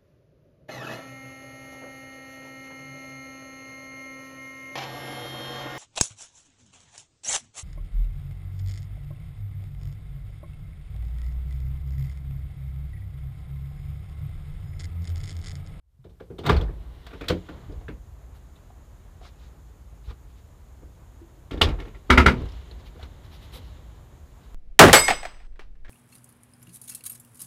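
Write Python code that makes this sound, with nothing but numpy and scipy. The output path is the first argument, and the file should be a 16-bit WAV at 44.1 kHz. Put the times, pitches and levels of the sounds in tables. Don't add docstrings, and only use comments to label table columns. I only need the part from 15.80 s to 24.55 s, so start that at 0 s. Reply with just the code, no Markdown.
import sys
import numpy as np
from scipy import signal
from scipy.fft import rfft, irfft, next_fast_len
from scipy.io import wavfile
from scipy.ndimage import map_coordinates

SR = 44100
rng = np.random.default_rng(int(sys.argv[2]) if len(sys.argv) > 2 else 0)


def materialize(psi):
    bounded = np.clip(np.atleast_2d(psi).T, -1, 1)
    quanta = np.round(bounded * 32767).astype(np.int16)
    wavfile.write(sys.argv[1], SR, quanta)


def volts_from_decibels(level):
    exponent = np.asarray(level, float) / 20
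    return 10 ** exponent


N = 385683

# (t/s, latch clang level/dB, panel thud level/dB, rattle level/dB)
FIRST_LATCH_BLOWS = [(0.242, -54.5, -42.5, -57), (0.294, -64.5, -58, -61), (0.4, -42.5, -40.5, -53.5),
                     (0.5, -50, -35, -67), (0.584, -38, -30.5, -38), (0.636, -34, -36, -43),
                     (0.651, -28, -34, -37), (0.662, -20.5, -38, -22.5), (0.692, -9.5, -14, -22.5),
                     (0.718, -38, -27, -50), (0.763, -31, -49, -36), (0.81, -42.5, -38.5, -40),
                     (0.885, -50, -38, -68)]
# (t/s, latch clang level/dB, panel thud level/dB, rattle level/dB)
FIRST_SWING_BLOWS = [(1.265, -39, -56, -43), (1.307, -43, -57, -63), (1.331, -38, -40, -52),
                     (1.409, -33, -34, -42.5), (1.439, -36, -49, -52), (1.482, -28.5, -37, -20.5),
                     (1.499, -23, -19, -37), (1.687, -36, -37, -51), (1.889, -68, -40, -68),
                     (1.92, -59, -49, -57), (2.01, -57, -48, -65), (2.082, -34, -34, -53),
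                     (2.109, -76, -57, -74)]
# (t/s, latch clang level/dB, panel thud level/dB, rattle level/dB)
SECOND_LATCH_BLOWS = [(5.019, -57, -43.5, -75.5), (5.419, -67, -49.5, -71), (5.709, -31.5, -31, -37),
                      (5.732, -38, -29, -48), (5.772, -41, -33, -48), (5.813, -9.5, -16.5, -9.5),
                      (5.886, -31, -30.5, -38), (5.986, -38, -37.5, -53), (5.999, -33, -40.5, -43),
                      (6.052, -43, -44.5, -54.5), (6.078, -44, -47.5, -57), (6.147, -43, -45.5, -59)]
# (t/s, latch clang level/dB, panel thud level/dB, rattle level/dB)
DOOR_STOP_BLOWS = [
    (6.298, -4, -12, -11.5),
    (6.321, -19, -30.5, -34),
    (6.372, -2.5, -11, -13.5),
    (6.395, -18, -30, -32),
    (6.457, -4, -14, -13.5),
    (6.479, -20, -28.5, -34),
]
# (t/s, latch clang level/dB, panel thud level/dB, rattle level/dB)
LIGHT_KNOCKS = [(2.759, -63, -58, -52), (2.901, -52.5, -64, -70), (3.411, -47, -50.5, -62),
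                (3.448, -44, -70, -52), (4.305, -41, -47, -47), (6.911, -45.5, -49, -48),
                (7.159, -50, -45, -62), (7.194, -47, -56, -54), (7.228, -40, -42.5, -40.5)]
# (t/s, latch clang level/dB, panel thud level/dB, rattle level/dB)
ROD_CHATTER = [(6.555, -44, -35, -54), (6.6, -46, -37, -52), (6.616, -42, -36, -47), (6.653, -45, -48, -46),
               (6.687, -52, -55, -46), (6.72, -50, -58, -48), (6.735, -46, -60, -58),
               (6.768, -50, -60, -52), (6.81, -54, -60, -54)]
# (f/Hz, level/dB, t60/s)
FIRST_DOOR_MODES = [(49.2, -1, 0.53), (66, -20, 0.28), (83.4, 4.5, 0.4), (128, 2, 0.13),
                    (169.7, -2.5, 0.63), (230, -4.5, 0.22), (370, 0, 0.16), (450, 6, 0.092),
                    (510, -2, 0.33), (700, -1, 0.098), (848, -10, 0.16), (999, -5.5, 0.079),
                    (1187, 1, 0.048), (1400, 0.5, 0.044), (1720, -3.5, 0.023), (2105, -12.5, 0.11),
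                    (2286, -14, 0.11), (2650, -8, 0.059), (2943, -8.5, 0.14), (3100, -1, 0.023),
                    (3430, 0.5, 0.034), (3690, 1.5, 0.03), (4140, -12, 0.045)]
# (f/Hz, level/dB, t60/s)
FIRST_SWING_MODES = [(58, -3, 0.3), (83.4, 1, 0.3), (179.8, -2, 0.465), (307, 2.5, 0.21), (401, 4, 0.11),
                     (458, 0.5, 0.22), (686, -2, 0.11), (977, -12, 0.17), (1180, -2, 0.078),
                     (1404, -3, 0.064), (1530, -0.5, 0.052), (1740, -8, 0.046), (1980, -9, 0.065),
                     (2170, -7, 0.062), (2450, -11, 0.049), (2680, -10, 0.043), (3230, -1, 0.041),
                     (3390, -22, 0.051), (3460, 8, 0.024), (3950, 2, 0.03), (4250, -8, 0.052),
                     (4540, -9, .07)]
# (f/Hz, level/dB, t60/s)
SECOND_DOOR_MODES = [(56.8, 4, 0.62), (73.8, 1, 0.52), (109, 1, 0.3), (166.4, 2, 0.16), (249.7, -8.5, 0.16),
                     (314, -1.5, 0.18), (402, -2.5, 0.16), (670, -7, 0.1), (899, -2, 0.073),
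                     (1116, -4.5, 0.1), (1370, -2.5, .1), (1807, -4.5, 0.058), (2160, -9, 0.15),
                     (2390, -13, 0.05), (2904, 2.5, .06), (3250, 2, 0.036), (3500, 3, 0.028),
                     (3773, -1.5, 0.092), (4170, -12.5, 0.069), (4640, -12.5, 0.079)]
# (f/Hz, level/dB, t60/s)
DOOR_STOP_MODES = [(60, -6, 0.34), (83.8, -4, 0.4), (125, -7, 0.23), (164.3, -10, 0.33),
                   (213.4, -7.5, 0.49), (252.2, 2.5, 0.37), (374.8, -3, .25), (500, -13, .15),
                   (662, -22.5, 0.39), (950, -10.5, 0.19), (1217, -10, 0.19), (1316, -6.5, .1),
                   (1400, -1, 0.077), (1490, -7, 0.14), (1660, -7.5, 0.12), (1800, -9, .08),
                   (1850, -3, 0.018), (2008, -5.5, 0.081), (2100, -1, 0.057), (2188, -7.5, .1),
                   (2298, -7, 0.064), (2880, 2.5, 0.052), (3100, -8.5, 0.09), (3310, 0, 0.0359),
                   (3700, -8, 0.062), (3830, -7.5, .1), (4570, -11.5, .1)]
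# (low f/Hz, high f/Hz, contact/s, tail t60/s, tail level/dB)
BLOW_PARTS = [
    (601.6, 2550, .004, 0.24, -13),
    (29.86, 140, 0.0075, 0.65, -13),
    (144, 461, 0.006526, 0.38, -6.5),
    (2557, 4800, 0.0036, 0.2, -10),
    (5200, 12000, 0.0033, 0.041, -3.5),
]
# (t/s, peak level/dB, f/Hz, t60/s)
SMALL_PART_PINGS = [(0.402, -51, 1590, 0.06), (.402, -48, 780, .06), (.592, -45, 2960, 0.054),
                    (.665, -30, 1400, .05), (.672, -35, 3700, .03), (.692, -27, 3370, 0.033),
                    (.701, -30, 3500, .04), (.745, -41, 3480, .05), (1.432, -43, 2345, .05),
                    (1.485, -36, 4300, .04), (1.487, -34, 1610, .04), (1.498, -33, 4200, .05),
                    (1.501, -31, 1200, 0.047), (5.71, -42, 2100, .04), (5.775, -45.5, 3500, 0.043),
                    (5.836, -26.5, 3410, .08), (.882, -48, 1700, .05), (.896, -46, 1150, .05),
                    (1.92, -63, 4950, .06), (1.805, -61, 4100, 0.043), (2.083, -46, 2750, .04),
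                    (2.083, -50, 3500, .04), (6.148, -47, 1950, .05), (5.826, -24, 1100, .06),
                    (7.228, -50, 1400, .05), (7.06, -54, 3000, .05), (7.746, -50, 3740, .08),
                    (7.765, -50, 3700, .06), (2.011, -47, 750, .04), (.765, -37, 4300, 0.051),
                    (0.811, -34, 3400, 0.029), (1.413, -42, 2390, 0.05), (2.009, -48, 450, .06),
                    (2.082, -31, 1660, 0.025), (2.757, -59, 3750, 0.055), (2.902, -46, 766, 0.047),
                    (3.412, -47, 700, 0.12), (4.305, -53, 3770, .04), (5.817, -11.5, 2970, 0.033),
                    (5.816, -15, 3750, 0.035), (6.688, -52.5, 5040, .02), (6.72, -51, 5200, 0.021),
                    (6.912, -43, 4140, 0.031), (7.15, -45, 347, .08), (7.171, -46, 480, .06),
                    (7.194, -40, 700, 0.051), (7.761, -47.5, 478, 0.19), (7.229, -45.5, 4000, .04)]
# (t/s, peak level/dB, f/Hz, t60/s)
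STOP_ARM_PINGS = [(6.295, -32, 1210, .033), (6.295, -17.5, 330, .057), (6.304, -6, 2100, .03),
                  (6.304, -11, 1290, .08), (6.316, -17, 1450, .1), (6.326, -15, 1330, .08),
                  (6.31, -21, 945, .13), (6.316, -20, 2170, .12), (6.34, -24, 520, .1),
                  (6.377, -5, 2050, .03), (6.379, -9, 1350, .04), (6.4, -13, 1340, .09),
                  (6.385, -21, 945, .13), (6.395, -24, 2150, .1), (6.44, -26, 450, .1),
                  (6.463, -4.5, 1430, .04), (6.463, -11, 2100, .05), (6.484, -16, 1400, .08),
                  (6.468, -22, 940, .12), (6.48, -26, 2150, .1), (6.49, -24, 490, .15)]
# (t/s, peak level/dB, f/Hz, t60/s)
PANEL_BOOMS = [(.697, -13, 124.6, .15), (.721, -8.5, 72, 0.29), (.755, -22, 48, 0.71),
               (1.5, -22.5, 84, 0.36), (5.822, -13.5, 82, .3), (5.86, -19, 41, 0.67), (6.303, -8, 67, .25),
               (6.377, -8, 71, .28), (6.46, -11, 66, .22), (6.31, -22, 215, .3), (6.385, -20, 217, .3),
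               (6.47, -21, 165, .3), (6.505, -24, 210, .2), (6.51, -26, 370, .15), (6.56, -30, 125, .3),
               (5.72, -36, 300, .15), (5.775, -36, 330, .15), (5.89, -34, 600, .1), (2.09, -42, 230, .2),
               (6.3, -18, 40, .6), (6.57, -30, 33, .6), (6.6, -34, 300, .15), (1.505, -20, 400, .12),
               (1.512, -22, 500, .12), (1.52, -24, 320, .2), (1.89, -42, 290, .2), (7.23, -46, 260, .15),
               (7.79, -46, 250, .15), (6.305, -20, 254, .3), (6.379, -19, 256, .3),
               (6.462, -17.5, 250, 0.35), (6.305, -21, 372, .28), (6.379, -22.5, 340, .28),
               (6.462, -20.5, 364, .28), (6.57, -31, 90, .5), (5.415, -41.5, 335, 0.21),
               (6.5, -49, 296, .08), (5.575, -50, 335, .12), (0.19, -45, 130, .3), (.503, -34.5, 390, 0.16),
               (.41, -41, 520, .12)]
# (t/s, level/dB, half-length/s, low body level/dB, top hiss level/dB)
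SHOE_SCUFFS = [(2.562, -70.5, 0.036, 10, 2), (3.461, -57.5, 0.059, 4.5, -31), (3.635, -67.5, 0.1, 6.5, -15),
               (4.264, -64.5, 0.046, -5, -8), (4.301, -65.5, 0.035, 12.5, -8), (4.514, -72, .04, -1, -15),
               (4.585, -67.5, 0.048, -12, -12), (7.003, -61.5, .03, -11, -12),
               (7.071, -56.5, 0.034, -18, -11), (7.185, -76.5, 0.054, 9, -5.5),
               (7.233, -65.5, 0.055, 13.5, -5), (7.453, -63, 0.034, 5, -6), (7.544, -55, 0.05, -0.5, -8),
               (7.642, -59, 0.054, 0, -5), (7.757, -49, 0.049, 0, -3), (7.857, -64.5, 0.16, 0, -9),
               (8.65, -71.5, 0.067, 5, -13.5)]
# (f/Hz, level/dB per Hz)
RUMBLE_SPECTRUM = [(12, -44.5), (20, -13), (35, -3), (54, 6), (65, 3.5), (123, -11), (145, -25.5),
                   (160, -20.5), (210, -49.5), (350, -120)]
# (f/Hz, level/dB per Hz)
DRONE_SPECTRUM = [(76, -26.5), (130, -1.5), (194, -11), (305, -13.5), (382, -14.5), (461, -16.5),
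                  (1080, -21), (2600, -35), (3380, -62.5), (5720, -120)]
# (f/Hz, level/dB per Hz)
RUSTLE_SPECTRUM = [(1180, -16), (2000, -1), (2530, -11), (2790, -2.5), (3020, -1.5), (3930, -3),
                   (4840, -14), (5600, -15.5), (7280, -33), (12300, -120)]
# (f/Hz, level/dB per Hz)
SELF_NOISE_SPECTRUM = [(1500, 1), (5000, -0.5), (9000, -1), (13000, -1.5), (15500, -1.5)]
# (t/s, level/dB)
FADE_IN_CURVE = [(0, -25), (.1, -13.5), (.3, -3), (.6, 2), (.9, 3.5), (8.75, 4.5)]
# (t/s, level over stillness/dB)
MOVEMENT_CURVE = [(0.92, 8.5), (1.41, 18), (1.83, 13.5), (2.14, 0), (3.53, 1.5), (4.26, -2.5), (5.77, 1.5),
                  (5.92, 14), (6.11, 6), (6.33, 9), (6.6, 19.5), (7.19, 8.5), (7.48, 10), (7.7, 18),
                  (7.92, 12), (8.4, 3)]
# (start t/s, swing time/s, share of the opening)
DOOR_OPENINGS = [
    (.62, 0.4, 0.78),
    (6.1, 0.43, 0.15),
]
# (t/s, rumble level/dB, drone level/dB, t60/s)
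BODY_SHUDDERS = [(.64, -60, -25, 0.37), (.71, -19, -41.5, 0.71), (1.7, -45, -46.5, 0.95),
                 (1.86, -34.5, -64, 1.7), (4.25, -34.5, -62, 0.26), (5.83, -27.5, -28.5, 0.31),
                 (6.3, -35.5, -59.5, 1), (6.44, -38.5, -26.5, 0.33), (6.56, -33, -53, 0.73),
                 (7.43, -41.5, -73, 0.66)]


def rms_one(x):
    return x / np.sqrt(np.mean(x ** 2) + 1e-20)


def curve(rows):
    times, levels = np.transpose(rows)
    return np.interp(np.arange(N) / SR, times, levels)


def band(x, low_hz, high_hz, order=2):
    return signal.sosfilt(signal.butter(order, [low_hz, high_hz], "band", fs=SR, output="sos"), x)


def drift(rate_hz):
    knots = rng.standard_normal(int(N / SR * rate_hz * 2) + 4)
    places = np.linspace(1, len(knots) - 2, N // 64 + 1)
    return map_coordinates(knots, [places], order=3).repeat(64)[:N]


def decay(clicks, t60):
    return signal.lfilter([1], [1, -volts_from_decibels(-60 / (t60 * SR))], clicks + 1e-18)


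def ring(force, hz, t60):
    radius, angle = volts_from_decibels(-60 / (t60 * SR)), 2 * np.pi * hz / SR
    feedback = [1, -2 * radius * np.cos(angle), radius * radius]
    return signal.lfilter([0, np.sin(angle)], feedback, force + 1e-18)


def coloured(spectrum, patchy_db):
    size = next_fast_len(N)
    hz = np.maximum(np.arange(size // 2 + 1) * SR / size, 1)
    points_hz, points_db = np.transpose(spectrum)
    shape = volts_from_decibels(np.interp(np.log(hz), np.log(points_hz), points_db, left=-80, right=-80))
    noise = irfft(rfft(rng.standard_normal(size)) * shape, size)[:N]
    return rms_one(noise * volts_from_decibels(patchy_db * drift(8.3)))


def shudder(column):
    t, out = np.arange(N) / SR, 0
    rise_s = 0.044
    for row in BODY_SHUDDERS:
        since = np.maximum(t - row[0], 0)
        dying = volts_from_decibels(row[column] - 60 * np.maximum(since - rise_s, 0) / row[3])
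        out = out + dying * np.minimum(since / rise_s, 1)
    return out


def air_gain(still_db, movement_share, shut_db):
    t = np.arange(N) / SR
    opening = sum(share * np.clip((t - s) / swing, 0, 1) for s, swing, share in DOOR_OPENINGS)
    fade = volts_from_decibels(np.minimum(curve(FADE_IN_CURVE), 0))
    level = volts_from_decibels(still_db + movement_share * curve(MOVEMENT_CURVE))
    return fade * level * (opening + volts_from_decibels(shut_db) * (1 - opening))


def outdoors():
    rumble_gain = np.hypot(air_gain(-45.5, movement_share=0.17, shut_db=-4.5), shudder(column=1))
    drone_gain = np.hypot(air_gain(-55.5, movement_share=0.23, shut_db=-14), shudder(column=2))
    rustle_gain = air_gain(-74.5, movement_share=0.91, shut_db=-16)
    insect_gain = air_gain(-74.5, movement_share=.05, shut_db=-3.5)
    unscreened = np.clip((np.arange(N) / SR - 1.15) / .45, .15, 1)
    insects = rms_one(band(rng.standard_normal(N), 6270, 7420, order=3)) * volts_from_decibels(.8 * drift(12))
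    out = rumble_gain * coloured(RUMBLE_SPECTRUM, patchy_db=.8)
    out = out + drone_gain * coloured(DRONE_SPECTRUM, patchy_db=.7)
    out = out + rustle_gain * coloured(RUSTLE_SPECTRUM, patchy_db=1.1)
    return out + insect_gain * unscreened * insects


def booms():
    out, t = np.zeros(N), np.arange(SR // 2) / SR
    for s, peak_db, hz, t60 in PANEL_BOOMS:
        start = int(s * SR)
        rise = np.minimum(2 * t * hz, 1)
        out[start:start + len(t)] += volts_from_decibels(peak_db - 60 * t / t60) * rise * np.sin(2 * np.pi * hz * t)
    return out


def part_levels(table, boom_db, crack_db):
    s, clang, thud, rattle = np.transpose(table)
    return np.transpose([s, clang, thud + boom_db, thud, rattle, rattle + crack_db])


def contact_force(clicks, hz):
    soft = np.hanning(int(SR / hz) + 3)
    hit, force = np.flatnonzero(clicks)[:, None], np.zeros(len(clicks) + len(soft))
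    np.add.at(force, hit + np.arange(len(soft)), clicks[hit] * 4 * soft / soft.sum())
    return force[:len(clicks)]


def struck_mode(size, late, strength, contact, hz, t60):
    clicks = np.zeros(size)
    delay = int(rng.random() * 1.6 * contact * SR)
    clicks[late + delay] = strength * rng.choice([-1, 1])
    bounce = late + (rng.uniform(.005, .028, len(late)) * SR).astype(int)
    clicks[bounce] += 0.5 * strength * rng.uniform(-0.97, 1, len(late))
    return ring(contact_force(clicks, hz), hz, t60)


def blows(table, modes, damping, tail_trim_db, scatter_db, lag, sheen_db, air=0.92):
    rows = np.array(table)
    start = int(rows[0, 0] * SR) - 199
    size = min(int((rows[-1, 0] + 1) * SR), N) - start
    at = ((rows[:, 0] - .002) * SR).astype(int) - start
    out = np.zeros(N)
    for k, (low_hz, high_hz, contact, t60, tail_db) in enumerate(BLOW_PARTS):
        is_crack = low_hz > 5000
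        late = at + int(lag * SR) * (low_hz > 500)
        levels = rows[:, k + 1]
        grit = volts_from_decibels(1.5 * rng.standard_normal(size // 99 + 1)).repeat(99)[:size]
        noise = rng.standard_normal(size) * grit
        tail = rms_one(band(noise, low_hz, high_hz, order=3))
        tail = tail + air * is_crack * rms_one(band(noise, 11000, 15700))
        sound = np.zeros(size)
        for hz, db, ring_t60 in modes:
            if not low_hz <= hz < high_hz:
                continue
            strength = volts_from_decibels(levels + db + scatter_db * rng.uniform(-0.9, 1, len(at)))
            sound += struck_mode(size, late, strength, contact, hz, ring_t60 * damping)
            tail = tail + volts_from_decibels(db) * rms_one(ring(noise, hz, 0.15 * ring_t60))
        clicks = np.zeros(size)
        clicks[late] = volts_from_decibels(levels)
        dying = decay(clicks, t60 * damping)
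        dying = dying + is_crack * volts_from_decibels(sheen_db) * decay(clicks, 0.19)
        width = np.hanning(int(2 * contact * SR))
        swell = signal.oaconvolve(dying, width / width.sum())[:size]
        out[start:start + size] += 0.2 * sound + volts_from_decibels(tail_db + tail_trim_db) * swell * rms_one(tail)
    return out


def doors():
    out = blows(part_levels(FIRST_LATCH_BLOWS, boom_db=-1, crack_db=-12.0), FIRST_DOOR_MODES,
                damping=0.82, tail_trim_db=-1.0, scatter_db=4.0, lag=0.00121, sheen_db=-22)
    out += blows(part_levels(FIRST_SWING_BLOWS, boom_db=-5.0, crack_db=-9), FIRST_SWING_MODES,
                 damping=0.62, tail_trim_db=2.5, scatter_db=5.5, lag=0.000827, sheen_db=-21)
    knocks = part_levels(LIGHT_KNOCKS, boom_db=2.5, crack_db=-11)
    chatter = part_levels(ROD_CHATTER, boom_db=3.5, crack_db=-9)
    out += blows(sorted([*map(tuple, knocks), *map(tuple, chatter)]), FIRST_DOOR_MODES,
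                 damping=0.53, tail_trim_db=-1.0, scatter_db=6.5, lag=0.001105, sheen_db=-30, air=.15)
    out += blows(part_levels(SECOND_LATCH_BLOWS, boom_db=-1.5, crack_db=-15.5), SECOND_DOOR_MODES,
                 damping=0.69, tail_trim_db=1.5, scatter_db=4.0, lag=0.00072, sheen_db=-22.5, air=0.68)
    out += blows(part_levels(DOOR_STOP_BLOWS, boom_db=-2.5, crack_db=-13.5), DOOR_STOP_MODES,
                 damping=0.7, tail_trim_db=-0.6, scatter_db=2.0, lag=0.0046, sheen_db=-16, air=.55)
    return out


def pings():
    out, t = np.zeros(N), np.arange(SR // 5) / SR
    for s, peak_db, hz, t60 in SMALL_PART_PINGS + STOP_ARM_PINGS:
        start = int(s * SR)
        pair = np.sin(2 * np.pi * hz * .97 * t) + np.sin(2 * np.pi * hz * 1.04 * t)
        rise = np.minimum(t * hz / 3, 1)
        out[start:start + len(t)] += volts_from_decibels(peak_db - 60 * t / t60) * rise * pair
    return out


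def shoes():
    grains = rng.standard_normal(N) * volts_from_decibels(3.1 * np.minimum(rng.exponential(1, N), 3))
    middle = rms_one(band(grains, 1750, 4240)) + 0.29 * rms_one(ring(grains, 3900, 0.0094))
    low = rms_one(band(grains, 280, 2080))
    top = rms_one(band(grains, 5500, 13700))
    out = np.zeros(N)
    for s, level_db, length, low_db, top_db in SHOE_SCUFFS:
        stroke = np.hanning(int(2 * length * SR))
        start = int((s - length) * SR)
        cut = slice(start, start + len(stroke))
        mix = middle[cut] + volts_from_decibels(low_db) * low[cut] + volts_from_decibels(top_db) * top[cut]
        out[cut] += volts_from_decibels(level_db) * stroke[:len(mix)] * mix
    return out


def scene():
    return (outdoors() + booms() + doors() + pings() + shoes())[None]


def roll_off(x):
    return signal.sosfilt(signal.butter(12, 16650, fs=SR, output="sos"), x)


def record(dry):
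    whine = volts_from_decibels(-89) * np.sin(2 * np.pi * 14150 * np.arange(N) / SR)
    hiss = volts_from_decibels(-74.5) * coloured(SELF_NOISE_SPECTRUM, patchy_db=.1)
    noise = (hiss + whine) * volts_from_decibels(curve(FADE_IN_CURVE))
    heard = signal.sosfilt(signal.butter(2, 30, "high", fs=SR, output="sos"), dry + noise)
    clipped = np.clip(heard, -.94, .94)
    heard = signal.sosfilt(signal.cheby2(10, 60, 16500, fs=SR, output="sos"), clipped)
    return roll_off(heard)


dry = scene()
out = record(dry)
materialize(out)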